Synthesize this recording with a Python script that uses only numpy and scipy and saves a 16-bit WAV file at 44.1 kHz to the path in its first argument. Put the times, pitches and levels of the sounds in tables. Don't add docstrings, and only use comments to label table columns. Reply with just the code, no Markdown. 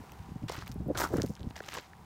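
import sys
import numpy as np
from scipy import signal
from scipy.fft import rfft, irfft
from scipy.io import wavfile

SR = 44100
rng = np.random.default_rng(int(sys.argv[2]) if len(sys.argv) > 2 else 0)


def gain_from_decibels(decibels):
    exponent = np.asarray(decibels, float) / 20
    return 10 ** exponent


def log_audio(samples):
    frames = np.atleast_2d(samples).T
    limited = np.clip(frames, -1, 1)
    pcm = np.round(limited * 32767).astype(np.int16)
    wavfile.write(sys.argv[1], SR, pcm)


N = 90404

# pitch_hz, level_db
FAR_COLOUR = [(88, -65), (150, -3), (356, -3), (618, -10.5), (767, -0.5), (2870, -18.5), (12300, -28),
              (15600, -26.5), (16500, -57)]
# time_s, level_db
FAR_SWELL = [(0, 16), (.4, 11), (.8, 11.5), (1.4, 11.5), (2.05, 11)]
# pitch_hz, level_db
RUMBLE_COLOUR = [(15, 9), (25, -44), (59, 12), (189, 4), (243, -8.5), (387, -27), (419, -11.5), (600, -33),
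                 (780, -92), (1320, -120)]
# time_s, level_db
GUSTS = [(0, -47.5), (.05, -57), (.16, -54.5), (.21, -53.5), (.3, -48), (.45, -54), (.52, -49.5),
         (.6, -49.5), (.66, -49), (.84, -39.5), (1.08, -47), (1.25, -37.5), (1.36, -53.5), (1.48, -44),
         (1.56, -55), (1.88, -62.5), (2.0, -50.5), (2.05, -56)]
# start_s, peak_db, pitch_hz, rise_s
EDDIES = [(0.001, -41.5, 133.4, 0.0045), (0.037, -46, 280, 0.0019), (0.12, -53.5, 310, 0.0045),
          (0.191, -38.5, 153, 0.014), (0.282, -43, 250, 0.01), (0.316, -37.5, 124, 0.0041),
          (0.355, -34.5, 153, 0.0067), (0.416, -39.5, 160, 0.0093), (0.431, -31, 177, 0.0085),
          (0.455, -37, 128, 0.0079), (0.579, -38, 188, 0.005), (0.693, -35.5, 167.7, 0.0091),
          (0.756, -34.5, 178, 0.0045), (0.797, -34, 177, 0.0085), (0.814, -35, 146, 0.0063),
          (0.862, -30, 176.7, 0.0072), (0.883, -31.5, 302, 0.0036), (0.896, -25, 408, 0.0094),
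          (1.106, -39, 223, 0.0099), (1.134, -23.5, 259, 0.0048), (1.149, -28.5, 204, 0.009),
          (1.179, -27, 226, 0.0067), (1.198, -32, 163, 0.0056), (1.233, -30.5, 302.7, 0.0098),
          (1.292, -31.5, 186, 0.0089), (1.404, -38, 153, 0.0081), (1.435, -39, 191, 0.0098),
          (1.45, -47.5, 192, 0.0095), (1.466, -31.5, 115, 0.0047), (1.506, -40, 169, 0.0028)]
# pitch_hz, level_db
GRIT_COLOUR = [(1180, 13), (2000, 11.5), (2390, 3.5), (3030, 3.5), (6760, 5), (10400, -9), (15100, 2),
               (16100, -18), (16500, -59)]
# start_s, peak_db, pitch_hz
SNAPS = [(.095, -46, 2380), (.135, -46, 3040), (.192, -45.5, 3000), (.226, -50.5, 5470),
          (.4955, -27.5, 4900), (.5245, -34.5, 5800), (.6705, -34, 2230), (.6785, -33.5, 3950),
         (.743, -41, 11900), (.881, -45, 12000), (1.126, -53, 6000), (1.170, -34, 5700),
         (1.263, -36.5, 6300), (1.277, -43, 2960), (1.295, -42, 6600), (1.353, -39, 5040),
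         (1.375, -44, 1940), (1.431, -40, 3880), (1.504, -43, 7900), (1.661, -42, 7500),
         (1.812, -47, 13000)]
# start_s, peak_db, pitch_hz
CHIPS = [(.1205, -44, 2170), (.221, -49, 2010), (.245, -50, 2500), (.2935, -49, 2500), (.381, -48, 2200),
         (.431, -48.5, 3050), (.4835, -36, 6000), (.4915, -37, 3550), (.4995, -40, 3000),
         (.5215, -30.5, 5570), (.547, -44, 11000), (.579, -48, 7000), (.5535, -33, 1480),
         (.6235, -40, 5530), (.6785, -34.5, 14500), (.7215, -41, 4360), (.9715, -34, 6500),
         (.975, -23.5, 5560), (.981, -30, 5030), (.987, -24, 6000), (1.0055, -30, 6000),
         (1.0215, -39, 12100), (1.034, -30, 4500), (1.040, -34, 6000), (1.0725, -39, 9100),
         (1.366, -44, 3020), (1.3945, -44, 3880), (1.406, -45.5, 5000), (1.4895, -49, 4000),
         (1.5085, -39.5, 3180), (1.5665, -34, 5670), (1.578, -39, 2200), (1.590, -41, 3450),
         (1.6385, -37, 2870), (1.6465, -39.5, 3440), (1.6875, -33.5, 2530), (1.751, -33, 3470),
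         (1.7225, -42, 1980), (1.733, -33, 2550), (1.740, -33, 9050), (1.787, -36, 2480),
         (1.8465, -49, 2960), (1.863, -47.5, 2900)]
# start_s, peak_db, pitch_hz
TICKS = [(.1200, -39, 13000), (.1203, -41.5, 6050), (.7165, -32, 5300), (1.2195, -17.5, 5720),
         (1.2323, -29.5, 7240), (1.605, -42, 5000), (1.7705, -35.5, 6500), (1.934, -40, 1760),
         (1.144, -38, 13000), (1.1705, -31, 11000), (1.205, -43, 12000), (1.2625, -38, 13000),
         (1.287, -43, 9000), (1.310, -48, 11000), (1.337, -45, 6000), (.1335, -53, 13000)]
# pitch_hz, level_db
STONE_COLOUR = [(150, -46), (250, -4.5), (360, 4), (568, -6.5), (927, 1), (1320, 0.5), (1560, 0.5),
                (3000, -63), (3900, -50), (6600, -120)]
# start_s, hold_s, grit_db, stones_db (over grit), finest_sand_db (over grit)
CRUSHES = [(0.481, 0.019, -41.5, 0, -13), (0.511, 0.015, -49.5, 2, -3), (0.526, 0.031, -50.5, 5, -6.5),
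           (0.563, 0.062, -51, 3.5, -10.5), (0.66, 0.034, -59, 6, -2), (0.716, 0.0071, -57, -29, 5),
           (.948, 0.018, -49.5, 14.5, -12), (0.972, 0.022, -48.5, 15.5, 11), (0.999, 0.044, -43, 16, 5),
           (1.068, 0.041, -61.5, 13, 1), (1.121, 0.033, -66.5, 23, 12), (1.159, 0.025, -50, 7.5, -8),
           (1.199, 0.046, -57.5, 11.5, 1.5), (1.258, 0.065, -76.5, 3, 17), (1.556, 0.010, -47, -11, -9),
           (1.574, 0.023, -54.5, -1, -7), (1.617, 0.055, -61, 5, -4), (1.659, 0.017, -57, 4, -7),
           (1.6827, 0.0052, -43.5, 7.5, -6.5), (1.698, 0.021, -49, -10, -9), (1.72, 0.0066, -44.5, 3, -11),
           (1.732, 0.028, -43, 0.5, -9.5), (1.767, 0.02, -44.5, 5, -17.5), (1.793, 0.059, -57, -4, -12.5)]
# start_s, peak_db, pitch_hz
KNOCKS = [(0.498, -26.5, 1030), (0.520, -35.5, 800), (0.547, -37, 1420), (0.623, -32, 1290),
          (0.955, -36, 1300), (1.0028, -22.5, 1040), (1.0385, -21.5, 1250), (1.05, -23, 1330),
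          (1.0625, -27.5, 1190), (1.076, -36.5, 1350), (1.1415, -27, 1370), (1.198, -29.5, 1520),
          (1.508, -39, 1340), (1.563, -39.5, 820), (1.604, -30, 1650), (1.64, -43, 1030),
          (1.685, -39, 1630), (1.774, -30, 1060)]
# start_s, peak_db, pitch_hz
THUDS = [
    (0.499, -27.5, 540),
    (1.566, -40, 620),
    (1.606, -32.5, 560),
    (1.688, -38.5, 745),
    (1.785, -40, 480),
]
# start_s, hold_s, level_db, top_hz
BUFFETS = [(0.856, 0.0047, -39, 587), (.885, .03, -40, 650), (1.101, 0.035, -41.5, 630),
           (1.138, 0.027, -34.5, 556), (1.177, 0.031, -35, 556), (1.234, 0.013, -36.5, 600),
           (1.298, 0.0081, -39.5, 600), (1.391, 0.039, -53.5, 556), (1.439, 0.043, -57, 510)]


def rms_one(x):
    return x / np.sqrt(np.mean(x ** 2) + 1e-20)


def in_time(rows):
    times_s, *columns = np.transpose(rows)
    return [np.interp(np.arange(N) / SR, times_s, column) for column in columns]


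def at_hz(points, hz):
    table_hz, table_db = np.transpose(points)
    return np.interp(np.log(hz), np.log(table_hz), table_db, -90, -90)


def drift(rate_hz):
    r = np.exp(-2 * np.pi * rate_hz / SR)
    noise = rng.standard_normal(N + SR)
    return rms_one(signal.lfilter([1], [1, -2 * r, r * r], noise)[SR:])


def ring(x, hz, t60_s):
    r = gain_from_decibels(-60 / (t60_s * SR))
    w = 2 * np.pi * hz / SR
    return signal.lfilter([0, np.sin(w)], [1, -2 * r * np.cos(w), r * r], x + 1e-18)


def coloured_noise(colour):
    hz = np.maximum(np.arange(N // 2 + 1) * SR / N, 1)
    return rms_one(irfft(rfft(rng.standard_normal(N)) * gain_from_decibels(at_hz(colour, hz)), N))


def grains(per_s, spread_db, colour, cycles, count):
    sizes = gain_from_decibels(spread_db * np.minimum(rng.exponential(1, N), count / 4))
    sizes = sizes * rng.choice([-1, 1], N) * (rng.random(N) < per_s / SR)
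    dealt = rng.integers(0, count, N)
    out = np.zeros(N)
    for k, hz in enumerate(np.geomspace(colour[1][0], colour[-2][0], count)):
        out += gain_from_decibels(at_hz(colour, hz)) * hz * ring(sizes * (dealt == k), hz, cycles / hz)
    return rms_one(out)


def far_traffic():
    out = coloured_noise(FAR_COLOUR)
    for hz, width_hz, db in [(772, 25, -7), (960, 180, -6)]:
        roar = ring(rng.standard_normal(N), hz, 2 / width_hz)
        out = out + gain_from_decibels(db) * rms_one(ring(roar, hz, 1 / width_hz))
    swell_db = in_time(FAR_SWELL)[0] + 0.6 * drift(6.4)
    return gain_from_decibels(-69.5 + swell_db) * rms_one(out)


def wind_rumble():
    return gain_from_decibels(in_time(GUSTS)[0] + 0.29 * drift(16)) * coloured_noise(RUMBLE_COLOUR)


def loose_rustle():
    return gain_from_decibels(-73.5) * grains(330 * gain_from_decibels(6 * drift(12)), 3, GRIT_COLOUR[:-3], 5, count=12)


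def wind_eddies():
    out, t = np.zeros(N + SR), np.arange(SR // 8) / SR
    for start_s, db, hz, rise_s in EDDIES:
        noise = rng.standard_normal(len(t))
        pitch_hz = hz * (0.582 + 1.837 * np.exp(-t / 0.0068))
        phase = 2 * np.pi * np.cumsum(pitch_hz) / SR + 3 * noise[0]
        sos = signal.butter(2, [hz * 0.36, hz * 1.146], "band", fs=SR, output="sos")
        wobble = np.sin(phase) + 0.7 * rms_one(signal.sosfilt(sos, noise))
        u = t / rise_s
        puff = wobble * (u * np.exp(1 - u)) ** 2.28
        out[int(start_s * SR):][:len(t)] += gain_from_decibels(db + 4) * puff / np.abs(puff).max()
    return signal.sosfilt(signal.butter(4, 800, fs=SR, output="sos"), out[:N])


def cracks(events, cycles, burst_s, partner, partner_db):
    out, t = np.zeros(N + SR), np.arange(SR // 20) / SR
    for start_s, db, hz in events:
        burst = (rng.standard_normal(len(t)) + 3 * (t == 0)) * np.exp(-t / burst_s)
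        top_hz = min(hz * max(partner, 1) * 1.3, 0.45 * SR)
        b, a = signal.butter(1, [hz / 4, top_hz], "band", fs=SR)
        hit = signal.lfilter(b, a, burst)
        other_hz = min(hz * partner, 0.36 * SR)
        x = ring(hit, hz, cycles / hz) + gain_from_decibels(partner_db) * ring(hit, other_hz, 2.5 / other_hz)
        out[int(start_s * SR):][:len(t)] += gain_from_decibels(db) * x / np.abs(x).max()
    return out[:N]


def twig_snaps():
    return cracks(SNAPS, cycles=7, burst_s=0.0006, partner=1.7, partner_db=-8)


def chips_and_ticks():
    crackle = cracks(CHIPS, cycles=6, burst_s=0.0008, partner=1.4, partner_db=-6)
    return crackle + cracks(TICKS, cycles=9, burst_s=0.00012, partner=2.2, partner_db=-13)


def grit(band):
    x = grains(12000 * gain_from_decibels(2.5 * drift(120)), 4.5, GRIT_COLOUR, 12, count=16)
    x = rms_one(x + 0.5 * coloured_noise(GRIT_COLOUR))
    return signal.sosfilt(signal.butter(2, 4800, band, fs=SR, output="sos"), x)


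def small_stones():
    jostle = grains(2400 * gain_from_decibels(3.7 * drift(45)), 2.55, STONE_COLOUR, 10.2, count=14)
    return rms_one(jostle + 0.5 * coloured_noise(STONE_COLOUR))


def footstep_crunch():
    clumps_db = 2.2 * drift(160)
    stones, body, sand = small_stones(), grit("low"), grit("high")
    out, t = np.zeros(N), np.arange(N) / SR
    for start_s, hold_s, db, stones_db, sand_db in CRUSHES:
        attack = np.clip((t - start_s) / 0.0012, 0, 1)
        release_s = 0.0035 + 0.25 * hold_s
        press = attack * np.exp(-np.maximum(t - start_s - hold_s, 0) / release_s)
        ground = body + gain_from_decibels(sand_db) * sand + gain_from_decibels(stones_db - 6.5) * stones
        out += gain_from_decibels(db + clumps_db) * press * ground
    return out


def stone_knocks():
    return cracks([*KNOCKS, *THUDS], cycles=7.3, burst_s=0.0012, partner=0.83, partner_db=-42)


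def wind_buffets():
    out, t = np.zeros(N + SR), np.arange(SR // 8) / SR
    for start_s, hold_s, db, top_hz in BUFFETS:
        sos = signal.butter(3, [top_hz * 0.44, top_hz], "band", fs=SR, output="sos")
        rough = rms_one(signal.sosfilt(sos, rng.standard_normal(len(t))))
        shape = np.clip(t / 0.0064, 0, 1) * np.exp(-np.maximum(t - hold_s, 0) / 0.0039)
        out[int(start_s * SR):][:len(t)] += gain_from_decibels(db) * rough * shape
    return out[:N]


def scene():
    distance_and_wind = far_traffic() + wind_rumble() + wind_eddies() + wind_buffets()
    twigs_and_chips = twig_snaps() + chips_and_ticks()
    feet = loose_rustle() + footstep_crunch() + stone_knocks()
    return (distance_and_wind + twigs_and_chips + feet)[None]


def band_limit(x):
    return signal.sosfilt(signal.butter(12, 16660, fs=SR, output="sos"), x)


def record(dry):
    top_cut = signal.cheby2(12, 20, 16050, fs=SR, output="sos")
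    mix = signal.sosfilt(top_cut, dry)
    return band_limit(mix)


dry = scene()
out = record(dry)
log_audio(out)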